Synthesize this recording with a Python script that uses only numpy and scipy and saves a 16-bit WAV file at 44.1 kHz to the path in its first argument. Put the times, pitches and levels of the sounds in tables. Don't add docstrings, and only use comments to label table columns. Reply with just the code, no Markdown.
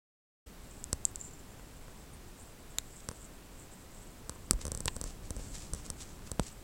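import sys
import numpy as np
from scipy import signal
from scipy.fft import rfft, irfft
from scipy.io import wavfile

SR = 44100
rng = np.random.default_rng(int(sys.argv[2]) if len(sys.argv) > 2 else 0)


def to_wav(s):
    ch = np.atleast_2d(s).T
    pcm = np.round(np.clip(ch, -1, 1) * 32767)
    wavfile.write(sys.argv[1], SR, pcm.astype(np.int16))


N = 292383
TIME = np.arange(N) / SR
PULSE_HZ = np.fft.rfftfreq(8192, 1 / SR) + 1


def amp(db):
    return 10 ** (np.asarray(db) / 20)


def evened(x):
    return x / np.sqrt(np.mean(x ** 2) + 1e-20)


def add(mix, s, sound):
    part = mix[round(s * SR):][:len(sound)]
    part += sound[:len(part)]


def coloured(x, colour):
    hz, db = np.transpose(colour)
    log_hz = np.log(np.fft.rfftfreq(N, 1 / SR) + 1)
    gain = amp(np.interp(log_hz, np.log(hz), db))
    return evened(irfft(rfft(x) * gain, N))


def flutter(rate_hz):
    hz = np.fft.rfftfreq(N, 1 / SR)
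    noise = rfft(rng.standard_normal(N))
    return evened(irfft(noise * np.exp(-(hz / rate_hz) ** 2), N))


def friction(grains_per_s, spread_db, smooth):
    size = amp(spread_db * np.minimum(rng.exponential(1, N), 4))
    caught = rng.random(N) < grains_per_s / SR
    slips = size * rng.choice([-1, 1], N) * caught
    return evened(slips) + smooth * rng.standard_normal(N)


def resonances(modes, hz, skirt=1.44):
    return sum(amp(db) ** 2 / (1 + ((hz - centre ** 2 / hz) / width) ** 2) ** skirt
               for centre, width, db in modes)


def impulse(gain):
    both_sides = np.r_[gain, gain[-2:0:-1]]
    log_gain = np.log(np.maximum(both_sides, 1e-5))
    return np.fft.ifft(np.exp(np.conj(signal.hilbert(log_gain)))).real


def click(touches, modes):
    out = np.zeros(N)
    pulse = impulse(np.sqrt(resonances(modes, PULSE_HZ)))
    for s, db in touches:
        add(out, s, amp(db) * pulse)
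    return out


def hiss(level_db=-56):
    # f/Hz, level/dB (relative)
    hiss_colour = [(20, -24.5), (160, -3), (300, -3), (550, -8), (1000, -10.5), (2000, -15), (4000, -18.5),
                   (8000, -19.5), (12000, -23), (16000, -24)]
    return amp(level_db) * coloured(rng.standard_normal(N), hiss_colour)


def handling(lift_db=2, sway_cycles=0.645):
    # f/Hz, level/dB (relative)
    rumble_colour = [(10, -1), (25, 4.5), (65, -1.5), (110, -6), (200, -10), (400, -18), (1000, -28.5),
                     (3000, -55)]
    # t/s, rumble level/dB (before lift_db)
    unsteadiness = [(0.7, -53.5), (0.83, -52), (1.21, -52.5), (2.31, -54), (2.57, -55), (4.17, -54.5),
                    (4.35, -53.5), (4.54, -50), (4.68, -49), (4.97, -50), (5.12, -50), (5.43, -48),
                    (6.24, -51), (6.6, -54)]
    # t/s, peak level/dB, f/Hz
    jolts = [(4.551, -27.5, 41), (4.778, -38, 30), (5.061, -35, 33), (5.385, -37.5, 36), (5.738, -32.5, 35),
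             (6.415, -32, 50.3)]
    level_db = lift_db + np.interp(TIME, *np.transpose(unsteadiness))
    out = coloured(rng.standard_normal(N), rumble_colour) * amp(level_db)
    for s, db, hz in jolts:
        cycles = hz * (TIME - s)
        out += amp(db) * np.cos(2 * np.pi * cycles) * np.exp(-(cycles / sway_cycles) ** 2)
    return out


def movement(fidget_db=-70.5):
    # t/s (peak), level/dB, half length/s (to 1/e)
    moves = [(.72, -63.5, .1), (1.074, -57.5, 0.028), (1.239, -56, .06), (1.978, -66, .07),
             (2.42, -57.5, 0.06), (2.95, -64.5, .22), (3.224, -59, .07), (3.613, -57, 0.033),
             (3.75, -62.5, .1), (4.016, -62, .08), (4.937, -62, 0.22), (5.48, -59, 0.11)]
    power = sum((amp(db) * np.exp(-((TIME - s) / length) ** 2)) ** 2 for s, db, length in moves)
    return np.sqrt(power + amp(fidget_db) ** 2)


def rustle(level_db=0.0, flutter_db=3.0, flutter_hz=20):
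    # f/Hz, level/dB (relative)
    rustle_colour = [(3000, -38.5), (6000, -16), (6900, -6), (7400, 1.5), (8100, 1), (8900, -7.5),
                     (11000, -29.5), (16000, -28.5)]
    slips = friction(grains_per_s=700, spread_db=3.5, smooth=.5)
    wavering = amp(level_db + flutter_db * flutter(flutter_hz))
    return coloured(slips, rustle_colour) * movement() * wavering


def catches(length_s=0.012, width_hz=700, level_db=-59, low_hz=7600, high_hz=9000, count=10):
    out = np.zeros(N)
    effort = np.cumsum(movement() ** 2)
    t = np.arange(-4096, 4096) / SR
    noises = rng.standard_normal((count, len(t)))
    for (when, pitch), noise in zip(rng.random((count, 2)), noises):
        centre = low_hz + (high_hz - low_hz) * pitch
        band = np.sqrt(resonances([(centre, width_hz, 0)], PULSE_HZ))
        scrape = evened(irfft(rfft(noise) * band))
        s = np.interp(when, effort / effort[-1], TIME)
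        swell = np.exp(-(t / length_s) ** 2)
        add(out, max(s + t.min(), 0), amp(level_db) * scrape * swell)
    return out


def bell(rise_s=0.000083, upper=1.35, upper_db=-27, roll_spread_db=4):
    # t/s, level/dB (before the rise), press of the fur (0 free to 1 firm)
    strikes = [(.8413, -14, 1), (1.0524, -4, 0.8), (1.1585, -14.5, 0.98), (1.203, -38, 0.05),
               (1.212, -30, 0.27), (1.2485, -45, 0), (1.269, -42, .3), (1.335, -42, 0.44),
               (1.378, -56, .36)]
    free_hz, free_t60_s, pressed_hz, pressed_t60_s = 7260, 0.064, 7723, 0.0019
    roll_start_s, roll_length_s, roll_count = 1.19, .5, 90
    roll_db, roll_fade_db_per_s, roll_most_press = -45.5, 40, 0.88
    roll = []
    for when, size, press in rng.random(size=(roll_count, 3)):
        since = roll_length_s * when
        db = roll_db - roll_fade_db_per_s * since + roll_spread_db * (2 * size - 1)
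        roll.append((roll_start_s + since, db, roll_most_press * np.sqrt(press)))

    out, t = np.zeros(N), np.arange(SR // 10) / SR
    for s, db, press in strikes + roll:
        hz = free_hz + (pressed_hz - free_hz) * press ** 2
        t60 = free_t60_s * (pressed_t60_s / free_t60_s) ** press
        ring = np.sin(2 * np.pi * hz * t) + amp(upper_db) * np.sin(2 * np.pi * hz * upper * t)
        add(out, s, ring * amp(db - 60 * t / t60) * (1 - np.exp(-t / rise_s)))
    return out


def knocks(notch_depth=0.97, level_db=0.68, low_lag_s=0.00122, chatter_s=0.000211, chatter_share=0.256):
    # t/s, strength/dB (relative),
    # hardness/dB (0 for a nail, -25 for the pad of a finger),
    # hollowness of the spot/dB (positive on a thin wall, negative on the solid frame)
    blows = [(0.9298, 7.5, 2, 3), (1.596, -4.5, -29, 1), (1.8818, -0.5, -28, -2), (3.0883, 5.5, -6, 5.5),
             (3.1137, 1.5, -18, 2.5), (4.2952, -0.5, -0.5, 6.5), (4.322, -7.5, -21, 4),
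             (4.36, -5.5, -26, -2), (4.533, 1, -7, -2), (4.5906, -2.5, -27.5, 2), (4.653, 4, -6, -0.5),
             (4.6673, -2, -1.5, 0), (4.6804, 3, -9.5, -3.5), (4.7185, 1, 2, -1.5), (4.7493, -4, 3.5, 1.5),
             (4.775, -7.5, 3.5, -3), (4.8052, -2.5, 1, -2.5), (4.857, 3.5, 2, -3), (4.8777, -2, .5, -1.5),
             (4.965, 0.5, -5, -1), (5.0138, 0.5, 0.5, 0.5), (5.0402, 0.5, -3.5, 0.5),
             (5.062, -2, -18.5, -5.5), (5.3063, 3, -4.5, -3.5), (5.3654, -1, -8.5, -6.5),
             (5.396, -0.5, -21, -7.5), (5.415, -4, -21.5, -7.5), (5.7353, -4, 5.5, 3), (5.7482, -5, -3, -3),
             (5.8636, -16, 4, 8), (5.902, -3, 4.5, 4.5), (6.3164, 2.5, -2, -2), (6.397, -6, 6.5, -3)]
    # f/Hz, width/Hz, level/dB (relative)
    thump = [(65, 61, 0)]
    body = [(161, 149, -1.37), (507, 184, -2.3)]
    middle = [(1050, 237, 0.5), (1360, 623, -3.5)]
    clack = [(4660, 2000, -4), (6003, 1100, 4.5)]
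    tick = [(7870, 1240, 2), (9135, 1200, -4), (12900, 3241, -38)]
    # level/dB, dB per dB of hardness, dB per dB of hollowness
    shares = [(10, 0.44, -0.4), (-.5, 0.2, -0.06), (-10.5, 0.06, 1), (-12.5, 0.8, 0.5), (-5, 1, 0)]
    # f/Hz, width/Hz
    notches = [(720, 63), (2350, 280), (6950, 230)]
    # from and to (s); strength, hardness, hollowness (dB)
    grip_s, tap_db, tap_hardness_db, tap_hollow_db = (5.7, 6.4), -8, -27, 2.5
    taps = [(s, tap_db, tap_hardness_db, tap_hollow_db) for s in rng.uniform(*grip_s, size=5)]
    blows = blows + taps

    out, hz = np.zeros(N), PULSE_HZ
    groups = [resonances(modes, hz) for modes in (thump, body, middle, clack, tick)]
    dips = np.prod([1 - min(notch_depth, 1) / (1 + ((hz - centre) / width) ** 2)
                    for centre, width in notches], axis=0)
    lag = low_lag_s / np.sqrt(1 + hz / 1000)
    travel = np.exp(-2j * np.pi * np.cumsum((lag - lag.min()) * np.gradient(hz)))
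    delays = chatter_s * rng.uniform(0.51, 1.93, len(blows))
    for (s, strength_db, hard_db, hollow_db), delay in zip(blows, delays):
        shares_db = [strength_db + db + by_hard * hard_db + by_hollow * hollow_db
                     for db, by_hard, by_hollow in shares]
        power = sum(amp(db) ** 2 * group for db, group in zip(shares_db, groups))
        pulse = impulse(np.sqrt(dips * power))
        chatter = 1 + chatter_share * np.exp(-2j * np.pi * hz * delay)
        add(out, s, irfft(rfft(pulse) * travel * chatter))
    return amp(level_db) * out


def snap():
    # t/s, level/dB (relative)
    touches = [(2.785, -13), (2.78528, -1), (2.7858, -15.5)]
    # f/Hz, width/Hz, level/dB (relative)
    modes = [(60, 50, 5), (1590, 3400, -4), (3840, 500, 5), (4870, 1000, -5), (7160, 1020, 8.5),
             (8700, 820, -5), (12350, 2650, -7.5)]
    return click(touches, modes)


def brushes_and_tick(level_db=0, scratch_db=1.5, scratch_hz=150, rise_per_fall=0.6):
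    # t/s (peak), level/dB (before the scratchiness), fall/s (to 1/e)
    touches = [(3.005, -48, 0.0022), (4.614, -46, .016), (5.073, -48.5, 0.0384), (5.255, -55, .025),
               (5.41, -53, .08), (5.552, -45.5, .036), (5.62, -50.5, 0.051), (5.78, -55, 0.098),
               (5.855, -51.5, 0.02), (6.013, -43.5, 0.024), (6.1, -58, 0.059), (6.27, -53.5, .028),
               (6.432, -48, .014), (6.471, -46, 0.02)]
    # f/Hz, level/dB (relative)
    brush_colour = [(300, -15), (1500, -9), (3000, -7), (4600, -4.5), (6700, -1.5), (7800, 1), (8700, -5.5),
                    (10500, -11), (16000, -39)]
    power = np.zeros(N)
    for s, db, fall in touches:
        distance = np.maximum((s - TIME) / (rise_per_fall * fall), (TIME - s) / fall)
        power += (amp(level_db + db) * np.exp(-distance)) ** 2
    slips = friction(grains_per_s=2000, spread_db=3.5, smooth=.7)
    scratch = amp(scratch_db * flutter(scratch_hz))
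    return np.sqrt(power) * scratch * coloured(slips, brush_colour)


def crack():
    # t/s, level/dB (relative)
    touches = [(4.51, 1), (4.51039, -13.5)]
    # f/Hz, width/Hz, level/dB (relative)
    modes = [(65, 67, 16.5), (204, 120, 14.5), (353, 80, 8.5), (607, 85, -5), (1260, 270, 9),
             (2110, 910, -4), (4460, 850, 5.5), (5760, 1240, 6), (7830, 710, 13.5), (9060, 1800, 9.5),
             (13000, 3200, -17.5)]
    return click(touches, modes)


def hollow_clack():
    # t/s, level/dB (relative)
    touches = [(4.8811, 1.5), (4.8829, -15.5), (4.8862, -11)]
    # f/Hz, width/Hz, level/dB (relative)
    modes = [(70, 79, 5), (322, 160, 2.5), (900, 130, 8), (1027, 77, 7.5), (1490, 360, -2), (1850, 190, 5),
             (2800, 690, 2.5), (3870, 1500, 1.5), (5400, 980, -9.5), (7180, 1000, -4)]
    return click(touches, modes)


def thud():
    # t/s, level/dB (relative)
    touches = [(6.3963, 0)]
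    # f/Hz, width/Hz, level/dB (relative)
    modes = [(158, 140, 22.5), (503, 170, 10.5), (666, 210, 9), (955, 220, 8.5), (1360, 195, 3.5),
             (3560, 2400, -5)]
    return click(touches, modes)


def room(x, level_db=-25, t60_s=0.092):
    t = np.arange(SR // 4) / SR
    tail = rng.standard_normal(len(t)) * amp(-60 * t / t60_s)
    return amp(level_db) * signal.oaconvolve(x, tail / np.linalg.norm(tail))[:N]


def scene():
    hits = bell() + knocks() + snap() + crack() + hollow_clack() + thud()
    background = hiss() + handling()
    bedding = rustle() + catches()
    return (background + bedding + hits + room(hits) + brushes_and_tick())[None]


def record(dry, start_s=.46, open_s=.008, edge_hz=16100):
    opened = dry * np.clip((TIME - start_s) / open_s, 0, 1)
    lowpass = signal.firwin(255, edge_hz, window=("kaiser", 8), fs=SR)
    return signal.oaconvolve(opened, lowpass[None], "same")


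dry = scene()
out = record(dry)
to_wav(out)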